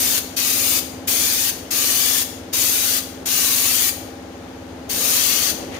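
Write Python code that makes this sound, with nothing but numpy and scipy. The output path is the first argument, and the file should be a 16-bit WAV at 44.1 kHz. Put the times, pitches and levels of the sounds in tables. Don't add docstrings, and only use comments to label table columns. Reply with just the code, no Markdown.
import sys
import numpy as np
from scipy import signal
from scipy.fft import rfft, irfft, next_fast_len
from scipy.io import wavfile
from scipy.ndimage import map_coordinates

SR = 44100
rng = np.random.default_rng(int(sys.argv[2]) if len(sys.argv) > 2 else 0)


def how_loud(loudness_db):
    steps = np.asarray(loudness_db, float) / 20
    return 10 ** steps


def unload_audio(sound):
    columns = np.transpose(np.atleast_2d(sound))
    steps = np.round(np.clip(columns, -1, 1) * 32767)
    wavfile.write(sys.argv[1], SR, steps.astype(np.int16))


N = 255339

# opens in seconds, shuts in seconds, opening time in seconds,
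# shutting time in seconds.
TRIGGER_PULLS = [
    (-.1, .185, .004, .008),
    (.360, .790, .006, .008),
    (1.069, 1.497, .006, .009),
    (1.704, 2.225, .003, .008),
    (2.524, 2.985, .007, .010),
    (3.254, 3.895, .003, .008),
    (4.888, 5.505, .007, .014),
]
# time in seconds, treble level in dB, middle minus treble in dB,
# left minus right in dB.
JET_PULLS = [
    [(0.0, -23, -2.5, 1), (0.17, -24.5, -0.5, 1.5)],
    [(0.39, -26, 2, 1), (0.456, -25, -1, 3.5), (0.718, -22.5, -3.5, 3.0), (0.762, -24, -0.5, 3.0),
     (0.78, -24, -1, 4)],
    [(1.1, -22.5, -3, 1), (1.122, -23.5, -2, 2), (1.394, -25.5, 0, 2.0), (1.426, -24, -3, 3.5),
     (1.49, -24, -1, 2.0)],
    [(1.73, -25.5, -0.5, 1.5), (1.906, -23, -1.5, 2), (2.088, -23, -1, 4), (2.22, -24.5, -1.5, 3.0)],
    [(2.555, -24, 0, 2), (2.701, -23, -4, 1.5), (2.799, -24.5, -1.5, 2.5), (2.975, -25, -1.5, 3)],
    [(3.28, -27, 1, 0.5), (3.32, -23.5, -1, 1.5), (3.412, -22.5, -2, 2.5), (3.885, -23, -2.5, 4)],
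    [(4.92, -28, -0.5, 2.0), (5.056, -24, -2, 2), (5.152, -22, -0.5, 0.5), (5.22, -24.5, 0.5, 3.5),
     (5.284, -22, -1.5, 2), (5.316, -25.5, 1.5, 3.5), (5.41, -25.5, 0, 4.5), (5.49, -26.5, 1.5, 5.5)],
]
# frequency in Hz, level in dB per Hz.
LEFT_PORT = [(900, -13.5), (1500, -12), (2100, -7), (3000, -2.5), (4500, -2.3), (5500, -1.6), (6300, 2.2),
             (7050, 1.2), (7500, -6.5), (8500, -2.5), (10000, -4), (12000, -4), (14000, -2), (15600, 1.5)]
# frequency in Hz, level in dB per Hz.
RIGHT_PORT = [(900, -15), (1500, -14.5), (2100, -8.5), (2700, -18.5), (3700, -12), (4750, -6), (5800, -19),
              (6800, -21), (7900, -15.5), (9000, -6.5), (10500, -9.5), (12200, -2.1), (14000, -11.5),
              (15600, -13.7)]
# delay in seconds, sway in seconds as the hand moves, level in dB.
PANEL_ECHOES = [(.0007, .00012, -9.5), (.0016, .0002, -8.5), (.0029, .0003, -7.5), (.0047, .0004, -9.5),
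                (.0075, .0004, -11.5)]
# frequency in Hz, time under the car in seconds,
# time in the garage in seconds.
DECAY_TIMES = [(700, .25, .9), (2000, .25, .85), (5000, .22, .7), (9000, .2, .55), (15000, .18, .45)]
# multiple of the turning rate, left level in dB rms, right level in dB rms.
COMPRESSOR_TONES = [(3, -69, -74), (4, -51, -49.5), (5, -47.5, -47.5), (6, -55.5, -56.5), (7, -78, -73),
                    (8, -70, -65), (9, -54, -53.0), (10, -52.0, -50.5), (11, -61, -63), (12, -57, -57.0),
                    (13, -48.0, -49.0), (14, -40, -40.5), (15, -61, -75), (16, -65, -66),
                    (17, -43.5, -55.5), (18, -47.5, -51.5), (19, -56, -57.5), (20, -59, -74),
                    (21, -64, -62), (22, -59.5, -60), (23, -57.5, -64), (24, -53.0, -51.5),
                    (25, -48.0, -54.5), (26, -66, -66), (27, -57, -64), (28, -64, -66), (29, -54.5, -58),
                    (30, -52, -47.5), (31, -55, -65), (32, -60, -69), (33, -65, -73), (34, -63, -64),
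                    (35, -64, -63.5), (36, -62, -74), (37, -63, -73), (38, -69, -66), (39, -68, -72),
                    (40, -63, -76), (41, -67, -60), (42, -66, -67), (43, -49.5, -56.5), (44, -56.0, -69),
                    (45, -65, -67)]
# frequency in Hz, share of a turn.
SWELL_POINTS = [(85, .46), (180, .7), (255, 1.07), (330, 1.3), (460, 1.62), (560, 1.55), (800, 1.5)]
# frequency in Hz, level in dB per Hz.
AIR_COLOUR = [(25, -18), (47, -5.5), (70, -2.5), (100, 1.5), (140, -5), (200, 0), (500, 2), (850, -3),
              (1050, -7), (1500, -9), (2100, -17), (3000, -22), (6300, -30), (15000, -40)]
# frequency in Hz, likeness from -1 to 1.
AIR_LIKENESS = [(60, 0.99), (180, 0.93), (550, 0.51), (1650, 0.07), (4970, 0.02), (15000, -0.01)]
# time in seconds, drone tones in dB, air noise in dB,
# nearby rustle in dB.
LISTENER_SHIFT = [(0, -0.5, 2, -58), (1, 0.5, 1, -53), (2, -0.5, 0, -49), (3, -0.5, 0, -58), (4, 1, 0, -73),
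                  (4.8, 0, 0.5, -69), (5.1, -0.5, 4.5, -60), (5.5, -0.5, 4.5, -55), (5.6, 2, 5.5, -38),
                  (5.7, 1.5, 7, -36), (5.75, 3, 8, -30.5), (5.79, -2, 9, -32)]

TURN_HZ = 18.718
UNDER_CAR_DB, GARAGE_DB = -9.5, -7.5
SPECTRUM_SIZE = next_fast_len(N + SR)
T = np.arange(N) / SR
HZ = np.maximum(np.fft.rfftfreq(SPECTRUM_SIZE, 1 / SR), 1)


def in_time(rows):
    seconds, *columns = np.transpose(rows)
    return [np.interp(T, seconds, column) for column in columns]


def at_hz(points, hz, column=1):
    table = np.array(points)
    return np.interp(np.log(hz), np.log(table[:, 0]), table[:, column])


def filtered(x, gain):
    return irfft(rfft(x, SPECTRUM_SIZE) * gain, SPECTRUM_SIZE)[..., :N]


def drift(rate_hz, count):
    r = np.exp(-200 * np.pi * rate_hz / SR)
    chance = rng.standard_normal((count, N // 100 + 1002))
    slow = signal.lfilter([1], [1, -2 * r, r * r], chance)[:, 1000:]
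    slow = slow / slow.std(axis=1, keepdims=True)
    return np.array([np.interp(np.arange(N) / 100, np.arange(len(row)), row) for row in slow])


def compressor(tones_db):
    multiple, left_db, right_db = np.transpose(COMPRESSOR_TONES)
    hz = multiple * TURN_HZ
    start = -2 * np.pi * np.cumsum(at_hz(SWELL_POINTS, hz - TURN_HZ / 2))
    waver = drift(1.5, count=12)
    right_delay_s = .00018
    out = np.zeros((2, N))
    for i in range(len(multiple)):
        phase = 2 * np.pi * hz[i] * T + start[i] + .012 * multiple[i] * waver[i % 12]
        gain = np.sqrt(2) * how_loud(1.2 * waver[(i + 5) % 12] - 1)
        out[0] += gain * how_loud(left_db[i]) * np.cos(phase)
        out[1] += gain * how_loud(right_db[i]) * np.cos(phase - 2 * np.pi * hz[i] * right_delay_s)
    return out * how_loud(tones_db)


def air(noise_db):
    mid, side = rng.standard_normal((2, N))
    alike = np.clip(at_hz(AIR_LIKENESS, HZ), 0, 1)
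    colour = how_loud(at_hz(AIR_COLOUR, HZ) - 3.5)
    same = filtered(mid, colour * np.sqrt(1 + alike))
    opposite = filtered(side, colour * np.sqrt(1 - alike)) * [[1], [-1]]
    noise = same + opposite
    low = filtered(noise, 1 / (1 + (HZ / 900) ** 4))
    stroke_db = 1.0 * np.cos(2 * np.pi * (TURN_HZ * T - .55))
    return noise - low + low * how_loud(noise_db + stroke_db + 1.5 * drift(4, count=1))


def rustle(level_db):
    colour = how_loud(at_hz([(400, 5), (1000, 25), (2000, 25), (4000, 13.5), (15000, -1)], HZ))
    lumps_db = 2.5 * drift(30, count=1)
    return filtered(rng.standard_normal((2, N)), colour) * how_loud(level_db + lumps_db)


def reverb(x):
    t = np.arange(SR) / SR
    tail = 0
    edges_hz = 500 * 2 ** np.arange(0, 5.3, .5)
    for low, high in zip(edges_hz, edges_hz[1:]):
        half_octave = signal.butter(2, [low, high], "band", fs=SR, output="sos")
        band = signal.sosfilt(half_octave, rng.standard_normal((2, SR)))
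        for noise, column, level_db in ((band[0], 1, UNDER_CAR_DB), (band[1], 2, GARAGE_DB)):
            t60 = at_hz(DECAY_TIMES, np.sqrt(low * high), column)
            even_energy = np.sqrt(6 * np.log(10) / (t60 * SR))
            tail = tail + noise * how_loud(level_db - 60 * t / t60) * even_energy
    return filtered(x, rfft(tail, SPECTRUM_SIZE))


def panel_echoes(x, sway_hz):
    out = x.copy()
    sways = drift(sway_hz, count=len(PANEL_ECHOES))
    for (delay, sway, level_db), move in zip(PANEL_ECHOES, sways):
        heard_at = np.arange(N) - SR * (delay + sway * move)
        out += how_loud(level_db) * map_coordinates(x, [heard_at], order=3)
    return out


def valve():
    flow = np.zeros(N)
    for opens, shuts, rise, fall in TRIGGER_PULLS:
        up = np.clip((T - opens) / (2 * rise), 0, 1)
        flow += np.sin(np.pi / 2 * up) ** 2 * np.exp(-np.maximum(T - shuts, 0) / fall)
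    return flow


def spray():
    treble_db, middle_db, pan_db = in_time(sum(JET_PULLS, []))
    shared, left, right = rng.standard_normal((3, N))
    alike = np.clip(at_hz([(700, .5), (1500, .25), (3000, .05)], HZ), 0, 1)
    middle = 1 / (1 + (HZ / 7400) ** 12)
    low_cut = 1 / np.sqrt(1 + (600 / HZ) ** 4)
    out = []
    for own, side in ((left, .5), (right, -.5)):
        jet = filtered(shared, np.sqrt(alike) * low_cut) + filtered(own, np.sqrt(1 - alike) * low_cut)
        low = filtered(jet, middle)
        jet = jet - low + low * how_loud(middle_db + 0.96)
        sputter_db = .7 * drift(25, count=1)[0]
        jet = jet * valve() * how_loud(treble_db + 21.5 + side * (pan_db - 3.0) + sputter_db)
        near = panel_echoes(jet, sway_hz=1.5)
        out.append(near + reverb(near))
    return np.array(out)


def scene():
    tones_db, noise_db, rustle_db = in_time(LISTENER_SHIFT)
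    ports = how_loud([at_hz(LEFT_PORT, HZ) - 11.6, at_hz(RIGHT_PORT, HZ) - 11.6])
    noises = spray() + air(noise_db) + rustle(rustle_db)
    return filtered(noises, ports) + compressor(tones_db)


def band_limit(x):
    return signal.sosfilt(signal.butter(12, 17080, fs=SR, output="sos"), x)


def record(dry):
    top_cut = signal.cheby2(16, 60, 16050, fs=SR, output="sos")
    mix = signal.sosfilt(top_cut, dry)
    return band_limit(mix)


dry = scene()
out = record(dry)
unload_audio(out)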